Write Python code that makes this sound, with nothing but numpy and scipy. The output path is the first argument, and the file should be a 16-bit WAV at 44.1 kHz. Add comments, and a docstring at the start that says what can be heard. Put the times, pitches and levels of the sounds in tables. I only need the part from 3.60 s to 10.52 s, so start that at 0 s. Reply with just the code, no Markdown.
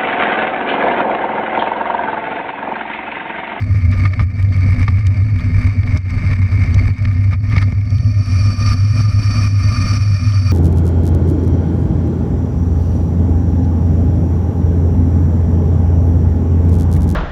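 """A drift trike coasts fast down asphalt, heard from a microphone on a pole fixed to its frame.
Road bumps keep the frame booming near 100 Hz. The hard plastic rear wheels scrape sideways through a
long slide, knocking over rough spots, then straighten out and roll with a brighter ring.
Stones and grit tick on the frame; wind buffets the microphone."""
import sys
import numpy as np
from scipy import signal
from scipy.fft import rfft, irfft, next_fast_len
from scipy.io import wavfile
from scipy.ndimage import uniform_filter1d

SR = 44100
rng = np.random.default_rng(int(sys.argv[2]) if len(sys.argv) > 2 else 0)


def persist_wave(psi):
    """Save psi, clipped to +-1, as 16-bit WAV."""
    counts = np.round(np.clip(psi, -1, 1) * 32767).astype(np.int16)
    wavfile.write(sys.argv[1], SR, np.atleast_2d(counts).T)


N = 305172


def from_db(db):
    """Decibels to gain."""
    return 10 ** (np.asarray(db) / 20)


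def rms_one(x):
    """Scale to unit power."""
    return x / np.sqrt(np.mean(x ** 2) + 1e-20)


def drift(corner_hz):
    """Slow random wander, spread about 1."""
    hop, warmup = 40, 2000
    pole = np.exp(-2 * np.pi * corner_hz * hop / SR)
    noise = rng.standard_normal(N // hop + warmup + 2)
    slow = signal.lfilter([1], [1, -2 * pole, pole * pole], noise)[warmup:]
    return np.interp(np.arange(N) / hop, np.arange(len(slow)), rms_one(slow))


def steady(x, window_s):
    """Hold the running power near 1."""
    size = max(int(window_s * SR), 2)
    power = uniform_filter1d(uniform_filter1d(x * x, size), size)
    return x / np.sqrt(np.abs(power) + 1e-12)


def coloured(x, colour, modes=()):
    """Minimum-phase body filter: broad colour, steep beyond its ends, plus resonances.
    Each colour row: frequency in Hz, gain in dB. Each mode row: centre in Hz, width in Hz, gain in dB."""
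    size = 2 * next_fast_len(N // 2 + SR // 10)
    bin_hz = np.arange(size // 2 + 1) * SR / size + 1
    hz, db = np.transpose(colour)
    beyond_oct = np.abs(np.log2(bin_hz / np.clip(bin_hz, hz[0], hz[-1])))
    colour_db = np.interp(np.log(bin_hz), np.log(hz), db) - 30 * np.minimum(beyond_oct, 2)
    power = from_db(colour_db) ** 2
    for centre_hz, width_hz, mode_db in modes:
        power += from_db(mode_db) ** 2 / (1 + 2 * ((bin_hz - centre_hz) / width_hz) ** 2) ** 2
    cepstrum = irfft(np.log(power) / 2)
    cepstrum[1:size // 2] *= 2
    cepstrum[size // 2 + 1:] = 0
    return irfft(rfft(x, size) * np.exp(rfft(cepstrum)))[:N]


def narrow_ring(hz, width_hz):
    """A lightly damped mode kept ringing by random contacts; unit power."""
    phase = 2 * np.pi * np.cumsum(hz * np.ones(N)) / SR
    return rms_one(drift(width_hz) * np.cos(phase) + drift(width_hz) * np.sin(phase))


def ticks(force, decay_s):
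    """One decaying noise burst per impulse."""
    envelope = signal.lfilter([1], [1, -np.exp(-1 / (decay_s * SR))], force + 1e-18)
    return envelope * rng.standard_normal(N)


def asphalt(per_s, spread_db, judder_db, judder_hz):
    """Stone tips hit the wheel at random, in clumps as the hard wheel hops."""
    sizes = from_db(spread_db * np.minimum(rng.exponential(1, N), 5)) * rng.choice([-1, 1], N)
    hits = sizes * (rng.random(N) < per_s / SR)
    return steady(hits * from_db(judder_db * drift(judder_hz)), 0.088)


def frame_boom(drive_db, slip, mode_hz=101.77, sag_hz=6.5, throb_hz=7.1, lag_s=0.038):
    """The frame's bending mode throbs unevenly, about seven beats a second, and sits lower in a slide."""
    pole = np.exp(-1 / (lag_s * SR))
    late_db = signal.lfilter([1 - pole], [1, -pole], drive_db)  # the heavy frame answers late
    throb_rate_hz = throb_hz * (1 + 0.301 * drift(4.05))
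    throb = (1 + np.sin(2 * np.pi * np.cumsum(throb_rate_hz) / SR)) / 2
    depth = np.clip(0.55 * (1 + 0.5 * drift(4.5)), 0, 0.9)
    ring = steady(narrow_ring(mode_hz - sag_hz * slip, width_hz=6.28), 0.05)
    return from_db(late_db - 9.5) * (1 - depth * throb ** 2) * ring


def frame_shake(drive_db, gain_db=-28):
    """Bumps drum on the seat and the higher frame modes."""
    # Frame response. Each row: frequency in Hz, relative level in dB.
    colour = [(90, -13.5), (125, -2), (160, -7.5), (200, -10.5), (280, -12.5), (310, -23.5), (390, -31),
              (520, -32), (740, -28.5), (820, -56)]
    # Higher frame modes. Each row: centre in Hz, width in Hz, relative level in dB.
    modes = [(244.8, 13.1, 0), (523, 38, -26.5), (624.3, 5.9, -24)]
    bumps = asphalt(per_s=1500, spread_db=1.5, judder_db=4, judder_hz=30)
    return from_db(gain_db + drive_db) * steady(coloured(bumps, colour, modes), 0.34)


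def axle_judder(drive_db, slip, gain_db=-34):
    """Wheels hopping sideways add a dull flutter."""
    colour = [(120, 0), (155, 3), (220, -9), (340, -18.5), (460, -19.5), (600, -33.5)]
    hops = asphalt(per_s=1200, spread_db=0.5, judder_db=4.5, judder_hz=30)
    return slip * from_db(gain_db + drive_db) * steady(coloured(hops, colour), 0.15)


def tube_ring(drive_db, waver_db=3.5):
    """Thin rings of the steel tubes come and go with the shaking."""
    # Tube modes. Each row: centre in Hz, width in Hz, base level in dB.
    modes = [(613, 4.7, -53.5), (1213, 22, -53), (1837, 22, -54), (2150, 25, -55.5), (4503, 45, -56.5)]
    return sum(from_db(db + drive_db + waver_db * drift(19)) * narrow_ring(hz, width_hz)
               for hz, width_hz, db in modes)


def sliding_wheels(drive_db, slip, scrape_db=-35.5, spray_db=-73, grab_db=2.04):
    """Hard plastic dragged sideways grabs and lets go in gritty surges; hard grabs spray fine dust."""
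    # Scrape spectrum. Each row: frequency in Hz, relative level in dB.
    colour = [(600, -44), (850, -14.5), (1050, -15), (1500, -13.5), (2400, -25), (2750, -22.5), (3450, -32),
              (3900, -26), (4250, -34), (6100, -31.5), (6700, -35), (7200, -46), (9000, -47),
              (13000, -54.5)]
    # Sliding wheel modes. Each row: centre in Hz, width in Hz, relative level in dB.
    modes = [(1210, 120, -8), (1730, 110, -8), (1855, 60, -6), (2125, 50, 0), (2265, 150, 1),
             (3680, 120, -25), (4560, 120, -18), (5050, 400, -22), (5820, 130, -23), (8000, 200, -29),
             (9970, 120, -36), (11950, 150, -42), (13500, 400, -45)]
    dust_colour = [(4500, -8.5), (6500, -11), (7300, -16.5), (10000, -1.5), (12500, -27)]
    surge_db = drive_db + grab_db * drift(10.8)
    grit = asphalt(per_s=3200, spread_db=3.2, judder_db=2.6, judder_hz=80)
    scrape = from_db(scrape_db + surge_db) * steady(coloured(grit, colour, modes), 0.09)
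    dust = asphalt(per_s=2300, spread_db=2.5, judder_db=14.5, judder_hz=25)
    spray = from_db(spray_db + 2.2 * surge_db) * rms_one(coloured(dust, dust_colour, [(7900, 210, 0)]))
    return slip ** 1.49 * (scrape + spray)


def wind(drive_db, gain_db=-27.5, gust_db=2.5):
    """Lumpy turbulence on the microphone housing, stronger as the pole shakes."""
    # Turbulence spectrum. Each row: frequency in Hz, relative level in dB.
    colour = [(12, -11.5), (20, -8), (33, -5.5), (55, -0.5), (75, 5), (110, -17.5)]
    gusts = from_db(gain_db + drive_db - gust_db * drift(10))
    return gusts * steady(coloured(rng.standard_normal(N), colour), 0.059)


def loose_grit(per_s=20, gain_db=-49):
    """Small grains tick against the frame at random."""
    colour = [(1500, -6.5), (3000, 11), (6000, -2), (13500, -12.5)]
    strikes = rng.random(N) < per_s / SR
    sizes = from_db(gain_db + 5.4 * np.minimum(rng.exponential(1, N), 2.5))
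    return coloured(ticks(strikes * sizes, decay_s=0.0015), colour)


def road_roughness_db(edge_s=0.014):
    """Extra drive builds through each rough patch and ends abruptly."""
    # Rough patches. Each row: start in seconds, length in seconds, roughness in dB.
    patches = [(0.297, 0.18, 6), (0.917, 0.32, 4.5), (1.803, 0.29, 4), (2.21, 0.16, 3.5), (2.5, .24, 4.7),
               (2.89, .415, 5.5), (3.874, 0.17, 5), (4.67, .27, 3.5), (4.975, 0.17, 7), (5.35, 0.074, 5.5),
               (5.579, 0.3, 5), (5.985, 0.39, 5.5), (6.87, .1, 4)]
    t, db = np.arange(N) / SR, np.zeros(N)
    for start_s, length_s, rough_db in patches:
        progress = (t - start_s) / length_s
        db += rough_db * np.clip(progress, 0, 1) ** 0.34 * (progress < 1)
    return uniform_filter1d(db, int(edge_s * SR))


def stones():
    """Each stone flicked against the frame gives a dry, bright tick."""
    # Stone strikes. 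Each row: time in seconds, strength in dB.
    strikes = [(.314, -35.5), (0.627, -46), (1.468, -26), (2.373, -29.5), (3.144, -26.5), (3.424, -39),
               (4.062, -49), (4.123, -43), (4.305, -38)]
    colour = [(800, -23), (3000, 6), (6000, 6), (13500, -21)]
    force = np.zeros(N)
    for time_s, db in strikes:
        force[int(time_s * SR)] = from_db(db)
    return coloured(ticks(force, decay_s=0.0024), colour)


def knocks(crack_db=-1, hollow_db=-5, rattle_db=5):
    """A rough spot sets off a rattle of contacts; square hits also sound the wheel drum's hollow note."""
    # Rough spots. Each row: peak time in seconds, strength in dB, half length in seconds,
    # hollowness in dB.
    spots = [(0.33, -29.5, 0.012, -1), (0.457, -19, 0.0078, 2), (0.537, -23.5, 0.0055, -4),
             (0.596, -22.5, 0.0037, 6), (0.603, -26, 0.0051, 5.5), (1.208, -31.5, 0.0087, 4.5),
             (1.283, -17.5, 0.0046, 5.5), (1.385, -33, 0.0039, 1.5), (1.796, -34, 0.0053, 4),
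             (2.235, -33.5, 0.0072, -19), (2.719, -32, 0.018, 2.5), (3.454, -23, 0.0043, -4),
             (3.734, -29, 0.012, 3.5), (3.927, -30.5, 0.028, 2.5), (3.965, -21, 0.0061, 2),
             (3.982, -15, 0.0036, -12), (4.025, -27, 0.01, 4)]
    # Crack spectrum. Each row: frequency in Hz, relative level in dB.
    crack_colour = [(700, -13.5), (1500, -21), (2400, -9), (2900, -16.5), (5300, -17), (7000, -36),
                    (13000, -50)]
    # Crack and drum modes. Each row: centre in Hz, width in Hz, relative level in dB.
    crack_modes = [(1785, 64, 4.5), (2178, 190, 8)]
    drum_modes = [(970, 290, -23.5), (1205, 130, 16)]
    force, hollow_force, t = np.zeros(N), np.zeros(N), np.arange(N) / SR
    for peak_s, db, half_s, hollowness_db in spots:
        near = slice(int((peak_s - 0.06) * SR), int((peak_s + 0.06) * SR))
        offset_s = t[near] - peak_s
        tau_s = half_s * np.where(offset_s < 0, 0.45, 0.59)  # rise, fall
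        swell = from_db(db) / np.cosh(np.clip(offset_s / tau_s, -20, 20))
        force[near] += swell
        hollow_force[near] += swell * from_db(hollowness_db)
    rattle = steady(from_db(rattle_db * drift(380)), 0.0034)
    crack = steady(coloured(rng.standard_normal(N), crack_colour, crack_modes), 0.002)
    hollow = steady(coloured(rng.standard_normal(N), [(800, -22), (1400, -18)], drum_modes), 0.002)
    return rattle * (from_db(crack_db) * force * crack + from_db(hollow_db) * hollow_force * hollow)


def jolts(gain_db=5):
    """Each dip in the road gives the whole frame one dull thump."""
    # Road dips. Each row: time in seconds, relative peak in dB.
    dips = [(0.612, -11), (1.088, -13), (1.284, -12.5), (2.366, -12.5), (3.149, -15), (3.166, -11),
            (3.288, -12.5), (3.728, -16.5), (3.969, -8.5), (4.126, -13), (5.405, -13)]
    # Thump spectrum. Each row: frequency in Hz, relative level in dB.
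    colour = [(30, -18.5), (80, 8), (130, -1.5), (300, -27), (900, -35), (1500, -44)]
    force = np.zeros(N)
    for time_s, db in dips:
        force[int(time_s * SR)] = from_db(db)
    unit_thump = coloured(signal.unit_impulse(N), colour)
    return from_db(gain_db) * coloured(force, colour) / np.abs(unit_thump).max()


def wheel_lift_db(edge_s=0.014):
    """Drive lost as the wheels skip and go light; it returns as the weight settles."""
    # Wheel skips. Each row: start in seconds, drop in dB, settling time in seconds.
    skips = [(0.637, 8.5, 0.15), (1.63, 1.5, 0.2), (2.384, 9.5, 0.15), (3.314, 7, 0.12),
             (3.755, 9.5, 0.082), (4.14, 3.5, 0.18), (5.9, 1, .1), (6.76, 0.5, .12)]
    t, db = np.arange(N) / SR, np.zeros(N)
    for start_s, drop_db, settle_s in skips:
        db += drop_db * (t > start_s) * np.clip(1 - ((t - start_s) / settle_s) ** 2, 0, 1)
    return uniform_filter1d(db, int(edge_s * SR))


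def rolling_wheels(drive_db, slip, hiss_db=-32.5, howl_db=-43.5, waver_db=0.5):
    """Running straight, the hollow drums ring brightly; pressed hard, their lowest note howls."""
    # Rolling spectrum. Each row: frequency in Hz, relative level in dB.
    colour = [(600, -19.5), (850, -24.5), (1050, -16), (2000, -22.5), (2600, -25.5), (2900, -21.5),
              (3450, -30.5), (4700, -25), (5000, -17.5), (6150, -20.5), (6500, -36.5), (7200, -41),
              (13000, -61)]
    # Rolling wheel modes. Each row: centre in Hz, width in Hz, relative level in dB.
    modes = [(1210, 70, -4), (1330, 180, -10), (1735, 70, -11), (1850, 60, -14), (2140, 80, -12),
             (2395, 110, -3), (3640, 60, -21), (4060, 80, -22), (4320, 50, -16), (4580, 85, -2),
             (5295, 80, -8), (5445, 55, -8), (5620, 110, -11), (5845, 55, -8), (6690, 70, -26),
             (8000, 280, -26), (9650, 500, -27), (10900, 300, -38), (11950, 150, -33), (12300, 110, -40),
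             (13500, 300, -38)]
    surge_db = drive_db + waver_db * drift(9.8)
    grit = asphalt(per_s=9000, spread_db=2.5, judder_db=1, judder_hz=34.7)
    hiss = from_db(hiss_db + surge_db) * steady(coloured(grit, colour, modes), 0.19)
    howl = from_db(howl_db + 1.9 * surge_db) * steady(narrow_ring(hz=1208, width_hz=30), 0.06)
    return (1 - slip) ** 2.38 * (hiss + howl)  # slip chokes the ring


def scene():
    """Road and slip drive frame, wheels and wind; all sum with the impacts at one microphone."""
    # Sideways run of the wheels. Each row: time in seconds, slip from 0 to 1.
    slip_curve = [(0, 0.79), (0.9, 0.83), (1.8, 0.89), (2.6, .98), (3.25, 1), (3.55, 0.68), (4.27, 0.57),
                  (4.36, 0.39), (4.55, .38), (4.72, 0.18), (6.92, 0.08)]
    slip = np.interp(np.arange(N) / SR, *np.transpose(slip_curve))
    rough_db, lift_db = road_roughness_db(), wheel_lift_db()
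    boom = frame_boom(-0.5 * slip - 0.3 * rough_db - lift_db, slip)  # ducks in loud, rough stretches
    shaking_db = 0.97 * rough_db - 0.98 * lift_db
    shake = frame_shake(shaking_db) + axle_judder(shaking_db, slip)
    frame = boom + shake + jolts() + tube_ring(shaking_db - 3 * slip)
    sliding = sliding_wheels(0.9 * rough_db - 0.99 * lift_db, slip)
    rolling = rolling_wheels(1.31 * rough_db - 0.94 * lift_db, slip)
    hits = knocks() + stones() + loose_grit()
    air = wind(rough_db - 0.97 * lift_db + 3.5 * slip)
    return (frame + sliding + rolling + hits + air)[None]


def record(dry, ceiling=0.95, fade_s=0.006, stopband_hz=16000):
    """Soft-limit the peaks, fade the ends, cut the top."""
    rounded = dry / (1 + (dry / ceiling) ** 8) ** (1 / 8)
    faded = rounded * signal.windows.tukey(N, 2 * fade_s * SR / N)
    return signal.sosfilt(signal.cheby2(12, 70, stopband_hz, fs=SR, output="sos"), faded)


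dry = scene()
out = record(dry)
persist_wave(out)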